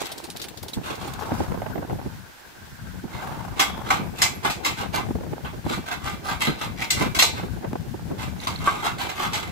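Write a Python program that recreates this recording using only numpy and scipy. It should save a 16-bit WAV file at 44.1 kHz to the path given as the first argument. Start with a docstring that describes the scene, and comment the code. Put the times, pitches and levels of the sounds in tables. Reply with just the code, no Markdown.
"""Outdoors on a roof, hand snips cut through a pressed-steel sheet about a metre from a phone.
Each squeeze shears the steel in a dense crackle, and some bites end in a snap; both ring the sheet.
The jaws squeak, the sheet buckles once, and early on something rubs, rustles and rattles lightly.
Wind buffets the two microphone ports, over a distant wash, a wavering drone and a faint high whistle."""
import sys
import numpy as np
from scipy import signal
from scipy.fft import rfft, irfft
from scipy.io import wavfile

SR = 44100
rng = np.random.default_rng(int(sys.argv[2]) if len(sys.argv) > 2 else 0)


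def materialize(psi):
    """Save the field psi as 16-bit PCM at rate SR to the path in sys.argv[1].

    A 1-D psi becomes a single channel; in a 2-D psi each row is a channel.
    """
    bounded = np.clip(np.atleast_2d(psi).T, -1, 1)
    quanta = np.round(bounded * 32767).astype(np.int16)
    wavfile.write(sys.argv[1], SR, quanta)


N = 419391
TIME = np.arange(N) / SR
SIDES = np.array([[1], [-1]])  # left, right

# strength of the wind at the ports: (time [s], rumble [dB], buffeting [dB])
WIND_STRENGTH = [(0, -53.5, -42), (.64, -47.5, -46.5), (0.85, -42.5, -37), (1.2, -40.5, -43.5),
                 (1.36, -32.5, -42), (2.0, -35.5, -39), (2.2, -45, -58), (2.42, -63, -57.5),
                 (2.74, -43, -54), (3.55, -37, -44.5), (4.352, -38.5, -43), (4.8, -37.5, -40),
                 (5.05, -33.5, -38), (5.5, -39, -42.5), (5.76, -32.5, -43), (5.9, -47, -51),
                 (6.12, -36.5, -47), (6.82, -39.5, -44.5), (7.1, -34, -38.5), (7.55, -36, -43),
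                 (9.51, -37.5, -42.5)]
# tone of air crackling in a port: (frequency [Hz], level [dB])
PORT_SPECTRUM = [(200, -19), (550, -14.5), (800, 7), (1200, -13.5), (2000, -15.5), (8000, -50)]
# tone of a dry crackle: (frequency [Hz], level [dB])
CRACKLE_SPECTRUM = [(1000, -4.5), (3800, -8), (7500, -11.5), (15500, -23)]


def snips(grit_db=-11, crack=0.23, edge_db=-17, snap_rise_s=0.00084):
    """Strokes swell as the hand squeezes; snaps start at once with a crack. Both drive the sheet."""
    # the blades shear or scrape the steel: (start [s], swell [s], fade [s], level [dB], body [dB])
    strokes = [(-0.028, 0.043, 0.086, -34, -3), (0.815, 0.077, 0.028, -30, 2.5), (.98, 0.016, 0.2, -41, 2),
               (3.091, 0.052, 0.18, -43, -1), (3.55, 0.063, 0.025, -29.5, -2),
               (3.832, 0.087, 0.04, -29, -1), (4.143, 0.068, 0.031, -27.5, -6.5),
               (4.424, 0.031, 0.024, -23, 0), (4.625, 0.05, 0.0026, -23.5, 3.5),
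               (4.753, 0.057, 0.02, -29.5, 2.5), (4.923, 0.04, 0.021, -22.5, 3.5),
               (5.64, 0.08, 0.034, -29, -2), (5.845, 0.084, 0.015, -29, 0.5),
               (6.006, 0.067, 0.037, -30, -2), (6.227, 0.066, 0.028, -26, 3),
               (6.393, 0.033, 0.038, -21, -8), (6.572, 0.075, 0.011, -28, 1),
               (6.755, 0.089, 0.013, -26, -5.5), (6.956, 0.053, 0.03, -23.5, 0),
               (7.327, 0.052, 0.051, -34, 1), (8.171, 0.048, 0.034, -31.5, -1.5),
               (8.352, 0.13, 0.079, -33, -10), (8.59, 0.069, 0.1, -29.5, 4.5),
               (8.81, 0.046, 0.027, -25, 3.5), (8.974, 0.033, 0.042, -26, -2.5),
               (9.135, 0.11, 0.024, -26, 4), (9.304, 0.04, 0.072, -27.5, -3.5)]
    # the blades break through: (time [s], fade [s], level [dB], body [dB], treble [dB], edge note [Hz])
    snaps = [(3.594, 0.015, -9, -6.5, 3, 3330), (3.903, 0.0059, -11.5, 3, -1.5, 2310),
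             (4.218, 0.015, -12, -7, 8.5, 2330), (4.498, 0.015, -20.5, -8.5, 4, 2400),
             (4.647, 0.026, -17.5, -19, 2.5, 2125), (5.446, 0.021, -31, 3, -10, 2316),
             (6.469, 0.0069, -15, -4.5, -11, 4030), (6.903, 0.0077, -8.5, -17.5, 6, 2180),
             (7.147, 0.025, -20.5, -4, 3, 2240), (7.188, 0.014, -5.5, -13.5, 2.5, 4050),
             (7.222, 0.0052, -6.5, -7.5, 7.5, 4060), (8.47, 0.0047, -18.5, 3, -0.5, 4610),
             (9.09, 0.014, -23.5, -1, -2.5, 3470), (9.332, 0.022, -21, -5.5, 2, 3420)]
    out = np.zeros((2, N))
    for start, swell, fade, db, body_db in strokes:
        t = seconds(min(swell + 5 * fade, 2))
        squeeze = swell_fade(t, swell, fade)
        force = tearing(t, slips_per_s=800, spread_db=3.75) * surges(t) * squeeze
        response = sheet(body_db, treble_db=-3)  # slow shearing sounds dull
        add(out, start, undb(db) * signal.fftconvolve(force[None], response))
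        add(out, start, undb(db + grit_db) * grit(t) * squeeze)
    for start, fade, db, body_db, treble_db, note_hz in snaps:
        t = seconds(5 * fade)
        force = tearing(t, slips_per_s=4000, spread_db=1) * swell_fade(t, snap_rise_s, fade)
        force[0] += crack * np.linalg.norm(force)
        response = sheet(body_db, treble_db, extra_peaks=[(note_hz, 160, 4)])
        response += undb(edge_db) * cut_edge(note_hz, TIME[:response.shape[1]])
        add(out, start, undb(db) * signal.fftconvolve(force[None], response))
    return out


def tearing(t, slips_per_s, spread_db):
    """Steel gives way in tiny slips of unequal size: random impulses, at least one; rms 1."""
    chance, size, sign = rng.random((3, 3 * SR))[:, :len(t)]
    slips = chance <= max(slips_per_s / SR, chance.min())
    strength = undb(-spread_db * np.log(np.maximum(size, 0.03)))
    return unit(slips * strength * np.sign(sign - 0.5))


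def surges(t, spread_db=5.5, every_s=0.00674):
    """The blades catch and let go, so a stroke advances unevenly; the hand's force has a ceiling."""
    pushes = np.minimum(rng.standard_normal(512), 0.5)
    return unit(undb(spread_db * np.interp(t / every_s, np.arange(512), pushes)))


def grit(t, grain_s=0.0008):
    """The coarser slips reach the ear straight from the jaws as dry crackles; rms 1."""
    grain = noise(CRACKLE_SPECTRUM, len(t), likeness=0.38) * np.exp(-t / grain_s)
    slips = tearing(t, slips_per_s=160, spread_db=2.2)
    return unit(irfft(rfft(grain) * rfft(slips), len(t)))


def sheet(body_db, treble_db, extra_peaks=(), crack_db=-1, tail_db=0.5, rings_db=-12, lag_s=0.00045):
    """The sheet's answer to a knock: a crack near the jaws, a wash of crowded modes, a few lone rings."""
    # overall tone of the crowded modes: (frequency [Hz], level [dB])
    spectrum = [(100, -26), (300, 3), (560, -6), (760, 6.5), (1300, 3.5), (1800, -7.5), (2400, -4),
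                (3800, -5), (4900, -10), (7800, -13), (8700, -26), (10500, -16), (15500, -22)]
    # where they bunch up: (centre [Hz], width [Hz], boost [dB])
    clusters = [(840, 90, 2.3), (1134, 26, 4.3), (1212, 35, 5.6), (1550, 137, 8.7), (2070, 105, 12.7),
                (2580, 38, 2), (2580, 30, 1.9), (2700, 53, 6), (3370, 280, 2.5), (3896, 38, 3.7),
                (4065, 80, 5.4), (7860, 670, 5.6)]
    # how long they last: (frequency [Hz], t60 [s])
    decays = [(500, 0.31), (1200, 0.24), (3000, 0.26), (8000, 0.23), (14000, 0.22)]
    # lone modes that ring on: (frequency [Hz], level [dB], t60 [s])
    lone_modes = [(1106, 5.5, 0.078), (1188, -2.5, 0.43), (2170, 2, 0.27), (2330, -1, 0.47),
                  (2560, -9.5, 0.61), (3370, -11.5, 0.5), (3740, -5.5, .39), (4760, -20, 0.26),
                  (7250, -16, .3)]
    size = 24000
    t, hz = np.arange(size) / SR, bins(size)
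    flat = [(1, 0), (SR, 0)]
    fading = lambda t60: unit(np.exp(-np.log(1000) * t / t60)) / np.sqrt(size)
    wash = rfft(noise(flat, size))
    centres, t60s = np.transpose(decays)
    bands = [along(np.c_[centres, band], hz) for band in np.eye(len(centres))]
    tail = sum(irfft(wash * band) * fading(t60) for band, t60 in zip(bands, t60s))
    crack = noise(flat, size, likeness=0.36) * fading(t60=0.049)
    crowded = undb(crack_db) * crack + undb(tail_db) * tail
    peaks_db = sum(db / (1 + (2 * (hz - f) / width) ** 2) for f, width, db in [*clusters, *extra_peaks])
    colour = unit(undb(along(spectrum, hz) + peaks_db))
    steel = rfft(crowded) * colour + undb(rings_db) * rfft(ring(lone_modes, t))
    # a slow bite bends the whole sheet, which lies to the right; a quick one excites the treble
    body_cut_db = min(body_db, 0)
    bite = undb(along([(800, body_cut_db), (1210, body_db), (1500, body_cut_db), (2000, 0), (3400, 0),
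                       (5500, treble_db), (8000, treble_db), (11000, treble_db / 2)], hz))
    pan = undb(SIDES / 2 * along([(1300, -2), (2500, -0.5), (9000, -0.24)], hz))
    left_delay = np.exp(-2j * np.pi * hz * lag_s * (SIDES > 0))
    return irfft(steel * bite * pan * left_delay)[:, :20000]


def cut_edge(note_hz, t, count=12, scatter=0.07, t60_s=0.5):
    """The freshly cut edge sings on in close modes that beat against each other."""
    pitch, size = rng.standard_normal((2, count))
    return ring(np.c_[note_hz * np.exp(scatter * pitch), 2 * size, np.full(count, t60_s)], t)


def ring(modes, t, detune=0.00228):
    """Damped modes; random sizes and phases stand for where the steel is struck and heard."""
    hz, db, t60 = np.transpose(modes)[:, :, None]
    hz = hz * (1 + detune * rng.standard_normal(hz.shape))
    waves = np.exp((2j * np.pi * hz - np.log(1000) / t60) * t)
    weights = rng.standard_normal((2, len(hz))) + 1j * rng.standard_normal((2, len(hz)))
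    return unit(((weights * undb(db.T)) @ waves).imag) / np.sqrt(len(t))


def buckle(pan_db=-2, lag_s=0.000072, wash_db=11, clack_db=7):
    """A panel pops through with a hollow clack, which spreads into the rest of the sheet."""
    # the quick pops of one buckle: (time [s], relative level [dB])
    pops = [(8.6743, -13.5), (8.6795, -17), (8.686, -23)]
    # the panel's short modes: (frequency [Hz], level [dB], t60 [s])
    modes = [(750, 2, 0.097), (1100, 6, 0.22), (1152, 21, 0.077), (1566, 12, 0.066), (2250, 0, 0.087)]
    out, t = np.zeros((2, N)), seconds(0.25)
    clack = sum(undb(db) * np.sin(2 * np.pi * hz * t) * np.exp(-np.log(1000) * t / t60)
                for hz, db, t60 in modes)
    clack /= np.max(np.abs(clack))
    pair = np.array([clack, np.interp(t - lag_s, t, clack)]) * undb(SIDES * pan_db / 2)
    for start, db in pops:
        add(out, start, undb(db + clack_db) * pair)
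        add(out, start, undb(db + wash_db) * sheet(body_db=13, treble_db=-18))
    return out


def squeaks(rise_s=0.00155):
    """The jaws catch for a few milliseconds on a narrow resonance."""
    # each catch: (time [s], pitch [Hz], level [dB])
    catches = [(0.735, 3850, -31), (8.402, 3980, -35.5), (8.437, 3600, -34), (8.500, 4560, -31),
               (8.56, 4150, -30), (8.59, 4000, -35)]
    out, t = np.zeros((2, N)), seconds(0.05)
    envelope = t / rise_s * np.exp(1 - t / rise_s)
    for s, hz, db in catches:
        tone = noise([(hz * 0.93, -40), (hz, 0), (hz * 1.3, -40)], len(t), likeness=0.12)
        add(out, s - rise_s / 2, undb(db) * tone * envelope)
    return out


def rattle(run_db=-3, rise_s=0.0045, fade_s=0.014, click_fade_s=0.0026):
    """Runs of short bright chatters, and a few sharper single clicks."""
    # evenly paced light rattling: (start [s], length [s], gap [s], first level [dB], last level [dB])
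    runs = [(0.056, .46, .0612, -30, -33), (0.398, .05, .0205, -31, -30), (0.573, .19, .0545, -34, -29),
            (0.952, .33, .0615, -37, -39)]
    # dry clicks of the tool: (time [s], level [dB])
    clicks = [(0.018, -24.5), (0.068, -25), (0.371, -28), (0.416, -25.5), (0.689, -42), (0.733, -29),
              (1.137, -31)]
    out, t = np.zeros((2, N)), seconds(0.1)
    for start, length, gap, first_db, last_db in runs:
        times = start + np.arange(0, length, gap)
        for s, db in zip(times, np.linspace(first_db, last_db, len(times))):
            add(out, s - rise_s / 2, undb(db + run_db) * chatter(t) * swell_fade(t, rise_s, fade_s))
    for s, db in clicks:
        add(out, s, undb(db) * chatter(t) * np.exp(-t / click_fade_s))
    return out


def chatter(t, tick_s=0.00019, hiss_db=-6):
    """A cluster of tiny dry ticks in a bright hiss; rms 1."""
    # tone of ticks and hiss: (frequency [Hz], level [dB])
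    spectrum = [(1800, -26), (2750, -10), (3500, 8), (4400, 8), (5400, -3.5), (8500, -3), (15500, -5.5)]
    tick = noise(spectrum, len(t), likeness=0.22) * np.exp(-t / tick_s)
    ticks = irfft(rfft(tick) * rfft(tearing(t, slips_per_s=1800, spread_db=2.1)))
    return unit(unit(ticks) + undb(hiss_db) * noise(spectrum, len(t)))


def rub(grain_db=4.5, grain_hz=60):
    """Something slides over the paint with a dull, uneven rub that does not ring the sheet."""
    # each slide: (start [s], swell [s], fade [s], level [dB])
    slides = [(-0.05, .05, 0.12, -42), (.88, 0.31, 0.53, -42.5), (1.17, 0.055, 0.26, -33),
              (3.05, 0.21, 0.22, -32.5), (3.5, 0.27, 0.19, -35.5)]
    # tone of the friction: (frequency [Hz], level [dB])
    spectrum = [(200, -4.5), (550, -0.5), (900, 6.5), (1500, -4), (2200, -13.5), (4500, -21), (8500, -27.5),
                (15000, -25.5)]
    power = sum((undb(db) * swell_fade(np.maximum(TIME - start, 0), swell, fade)) ** 2
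                for start, swell, fade, db in slides)
    friction = noise(spectrum, N, likeness=0.29) * undb(grain_db * flutter(grain_hz))
    return unit(friction) * np.sqrt(power)


def rustle(grain_s=0.003):
    """A bright, dry rustle of many small crackles."""
    # each flurry: (start [s], swell [s], fade [s], level [dB])
    flurries = [(0, 0.009, 0.024, -30.5), (1.0, 0.046, .06, -41), (1.22, 0.212, .035, -41)]
    out, t = np.zeros((2, N)), seconds(0.5)
    colour = undb(along(CRACKLE_SPECTRUM, bins(len(t))))
    for start, swell, fade, db in flurries:
        grain = rng.standard_normal((2, len(t))) * np.exp(-t / grain_s)
        crackle = irfft(rfft(grain) * rfft(tearing(t, slips_per_s=900, spread_db=1)) * colour)
        add(out, start, undb(db) * unit(crackle) * swell_fade(t, swell, fade))
    return out


def wind(rumble_db=1, buffet_db=-0.5, crackle_db=-10, rumble_pan_db=6):
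    """Turbulence, different at each port: a rumble, fitful buffeting and a dull crackle at its peaks."""
    # tone of the rumble: (frequency [Hz], level [dB])
    rumble_spectrum = [(20, -26), (60, -2.5), (100, -1), (180, -3.5), (260, -9), (500, -53), (1500, -48)]
    # tone of the buffeting: (frequency [Hz], level [dB])
    buffet_spectrum = [(100, -18), (220, -2), (330, 4), (500, -2), (800, -7.5), (1300, -22), (2500, -35),
                       (8000, -62)]
    times, *levels = np.transpose(WIND_STRENGTH)
    low_db, high_db = (np.interp(TIME, times, level) for level in levels)
    fits = flutter(27.4)  # all three layers surge with this
    rumble = noise(rumble_spectrum, N, likeness=0.08)
    rumble *= undb(5.5 * np.minimum(unit(flutter(13.3) + fits / 2), 1.4))
    buffet = noise(buffet_spectrum, N) * undb(8.5 * np.minimum(fits, 1))
    crackle = noise(PORT_SPECTRUM, N) * undb(24 * np.minimum(unit(fits + flutter(87)), 2))
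    return (unit(rumble) * undb(low_db + rumble_db + SIDES * rumble_pan_db / 2)
            + unit(buffet) * undb(high_db + buffet_db)
            + unit(crackle) * undb(high_db + crackle_db))


def gusts():
    """Each strong gust hits the ports with a single thump."""
    # (peak time [s], swell [s], level [dB], centre [Hz], left minus right [dB])
    thumps = [(0.018, 0.0035, -27, 500, -11), (0.774, 0.0098, -24, 150, -4), (1.321, 0.005, -19.5, 266, -2),
              (1.407, 0.0066, -20.5, 332, -1.5), (1.521, 0.0036, -27, 497, -8),
              (1.545, 0.0047, -26.5, 383, 2), (1.577, 0.0028, -26, 330, -12),
              (1.621, 0.0026, -27.5, 660, -12), (1.665, 0.0046, -28, 680, -10),
              (1.758, 0.0047, -24.5, 380, -10), (1.781, 0.0085, -26, 282, -1),
              (1.828, 0.0047, -31.5, 596, -10), (1.909, 0.0053, -29.5, 514, 0),
              (1.932, 0.0057, -28.5, 283, -2), (2.064, 0.0075, -26, 213, -4),
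              (3.045, 0.0089, -27.5, 194, -4), (4.011, 0.019, -28.5, 219, -3),
              (5.089, 0.0049, -26, 210, -1), (5.109, 0.0046, -22, 230, 1), (5.156, 0.0052, -24, 230, -3),
              (5.188, .003, -32, 300, 0), (5.334, 0.0035, -25.5, 330, -9), (5.666, 0.0054, -21, 240, -3),
              (5.712, 0.011, -25.5, 302, -3), (5.781, 0.0086, -26, 190, 0),
              (6.484, 0.013, -19.5, 232, -1.5), (7.016, .016, -21, 240, -2.5), (7.065, 0.0092, -24, 201, 1),
              (7.436, 0.0087, -28.5, 372, -18), (7.648, 0.0074, -27, 480, -2),
              (7.733, 0.00152, -21, 240, 2), (7.757, 0.0034, -24.5, 388, 0),
              (7.944, 0.0076, -29.5, 273, -2), (8.116, 0.014, -26, 268, 2), (8.282, 0.0046, -26, 148, -5)]
    out = np.zeros((2, N))
    for peak, swell_s, db, hz, pan_db in thumps:
        add(out, peak - swell_s, undb(db) * puff(swell_s, hz, pan_db))
    return out


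def eddies(count=130, gain_db=5.5, centre_hz=480, spread_octaves=0.4, swell_cycles=0.82):
    """Small eddies knock at random, harder as the wind buffets more; the higher ones are shorter."""
    out = np.zeros((2, N))
    times, _, buffeting_db = np.transpose(WIND_STRENGTH)
    starts = rng.random(count) * N / SR
    for start, (softer_db, pitch, side) in zip(starts, rng.standard_normal((count, 3))):
        hz = centre_hz * 2 ** (spread_octaves * pitch)
        db = np.interp(start, times, buffeting_db) + gain_db - softer_db
        add(out, start, undb(db) * puff(swell_cycles / hz, hz, pan_db=-3 + 7 * side))
    return out


def puff(swell_s, hz, pan_db, crack_s=0.0028):
    """A dull puff of air that breaks at its height with a crack in the port; higher puffs crack harder."""
    t = seconds(0.1)
    swell = t / swell_s * np.exp(1 - t / swell_s)
    spectrum = [(hz / 10, -26), (hz / 2, -5), (hz, 0), (hz * 2, -12), (hz * 4, -25), (hz * 16, -54)]
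    air = swell * noise(spectrum, len(t))
    air *= np.linalg.norm(swell) / np.linalg.norm(air, axis=1, keepdims=True)
    crack = np.exp(-np.abs(t - swell_s) / crack_s) * noise(PORT_SPECTRUM, len(t), likeness=0.2)
    crack_db = -3 + 5 * np.log2(hz / 400)
    return (air + undb(crack_db) * crack) * unit(undb(SIDES * pan_db / 2))


def outdoors(wash_db=-48.5, waver_db=0.86, drone_hz=1570, drone_flutter_db=6):
    """A faint, nearly even wash from far away, and a narrow, noisy drone that comes and goes in it."""
    # tone of the far surroundings: (frequency [Hz], level [dB])
    spectrum = [(150, -6), (300, -24), (600, -7.5), (900, -0.5), (1280, -7), (1720, -3), (2300, -7.5),
                (5000, -11), (8000, -15), (9000, -18), (15500, -16)]
    # rise and fall of the drone: (time [s], level [dB])
    drone_levels = [(0, -76), (.8, -64), (1.2, -53), (2.3, -57.5), (3.2, -55), (5, -60.5), (9.51, -57)]
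    drone = noise([(drone_hz * 0.51, -35), (drone_hz, 0), (drone_hz * 1.23, -28), (drone_hz * 2, -55)], N)
    drone *= undb(np.interp(TIME, *np.transpose(drone_levels)) + drone_flutter_db * flutter(36))
    wash = noise(spectrum, N, likeness=0.031) * undb(wash_db + waver_db * flutter(19))
    return wash + drone


def whistle(waver=0.006, flutter_db=5):
    """A very high, unsteady thread of tone glides down, up and down."""
    # its path: (time [s], pitch [Hz], relative level [dB])
    glide = [(1.201, 14700, -69), (1.7, 12200, -53), (2.1, 11000, -66), (3.2, 7150, -81), (3.8, 13400, -63),
             (4.4, 11300, -53)]
    times, hz, db = np.transpose(glide)
    pitch = np.interp(TIME, times, hz) * (1 + waver * flutter(39.2))
    phase = 2 * np.pi * np.cumsum(pitch, axis=1) / SR
    level_db = np.interp(TIME, times, db, left=-np.inf, right=-np.inf)
    return np.sin(phase) * undb(level_db + flutter_db * (flutter(18) - 0.5))


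def noise(points, size, likeness=0):
    """Stereo noise shaped by (frequency [Hz], level [dB]); likeness is the power share in common."""
    white = rng.standard_normal((3, size))
    pair = np.sqrt(likeness) * white[2] + np.sqrt(1 - likeness) * white[:2]
    return unit(irfft(rfft(pair) * undb(along(points, bins(size))), size))


def flutter(rate_hz):
    """Smooth random motion, separate for each channel; rms 1."""
    return unit(irfft(rfft(rng.standard_normal((2, N))) / (1 + (bins(N) / rate_hz) ** 4), N))


def swell_fade(t, swell, fade):
    """Pressure builds evenly, then dies away."""
    return np.minimum(t / swell, np.exp(-np.maximum(t - swell, 0) / fade))


def add(out, s, x):
    """Mix a sound in at time s."""
    start = int(s * SR)
    first, last = max(start, 0), min(start + x.shape[-1], N)
    out[:, first:last] += x[..., first - start:last - start]


def along(points, hz):
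    """Read (frequency [Hz], value) points on a log-frequency axis."""
    f, value = np.transpose(points)
    return np.interp(np.log(hz), np.log(f), value)


def bins(size):
    """Frequencies of a spectrum, floored at 1 Hz."""
    return np.maximum(np.fft.rfftfreq(size, 1 / SR), 1)


def seconds(length):
    """Time axis of a short sound."""
    return np.arange(int(length * SR)) / SR


def undb(db):
    """Decibels to gain."""
    return 10 ** (np.asarray(db) / 20)


def unit(x):
    """Scale to rms 1."""
    return x / np.sqrt(np.mean(x ** 2))


def scene():
    """Work on the roof up front, wind on the ports, the distance behind."""
    work = snips() + buckle() + squeaks() + rattle() + rub() + rustle()
    return work + wind() + gusts() + eddies() + outdoors() + whistle()


def record(dry):
    """The phone rounds the highest peaks and cuts the top."""
    rounded = np.tanh(0.83 * dry) / 0.76
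    lowpass = signal.ellip(10, 0.2, 80, 15550, fs=SR, output="sos")
    return signal.sosfilt(lowpass, rounded)


dry = scene()
out = record(dry)
materialize(out)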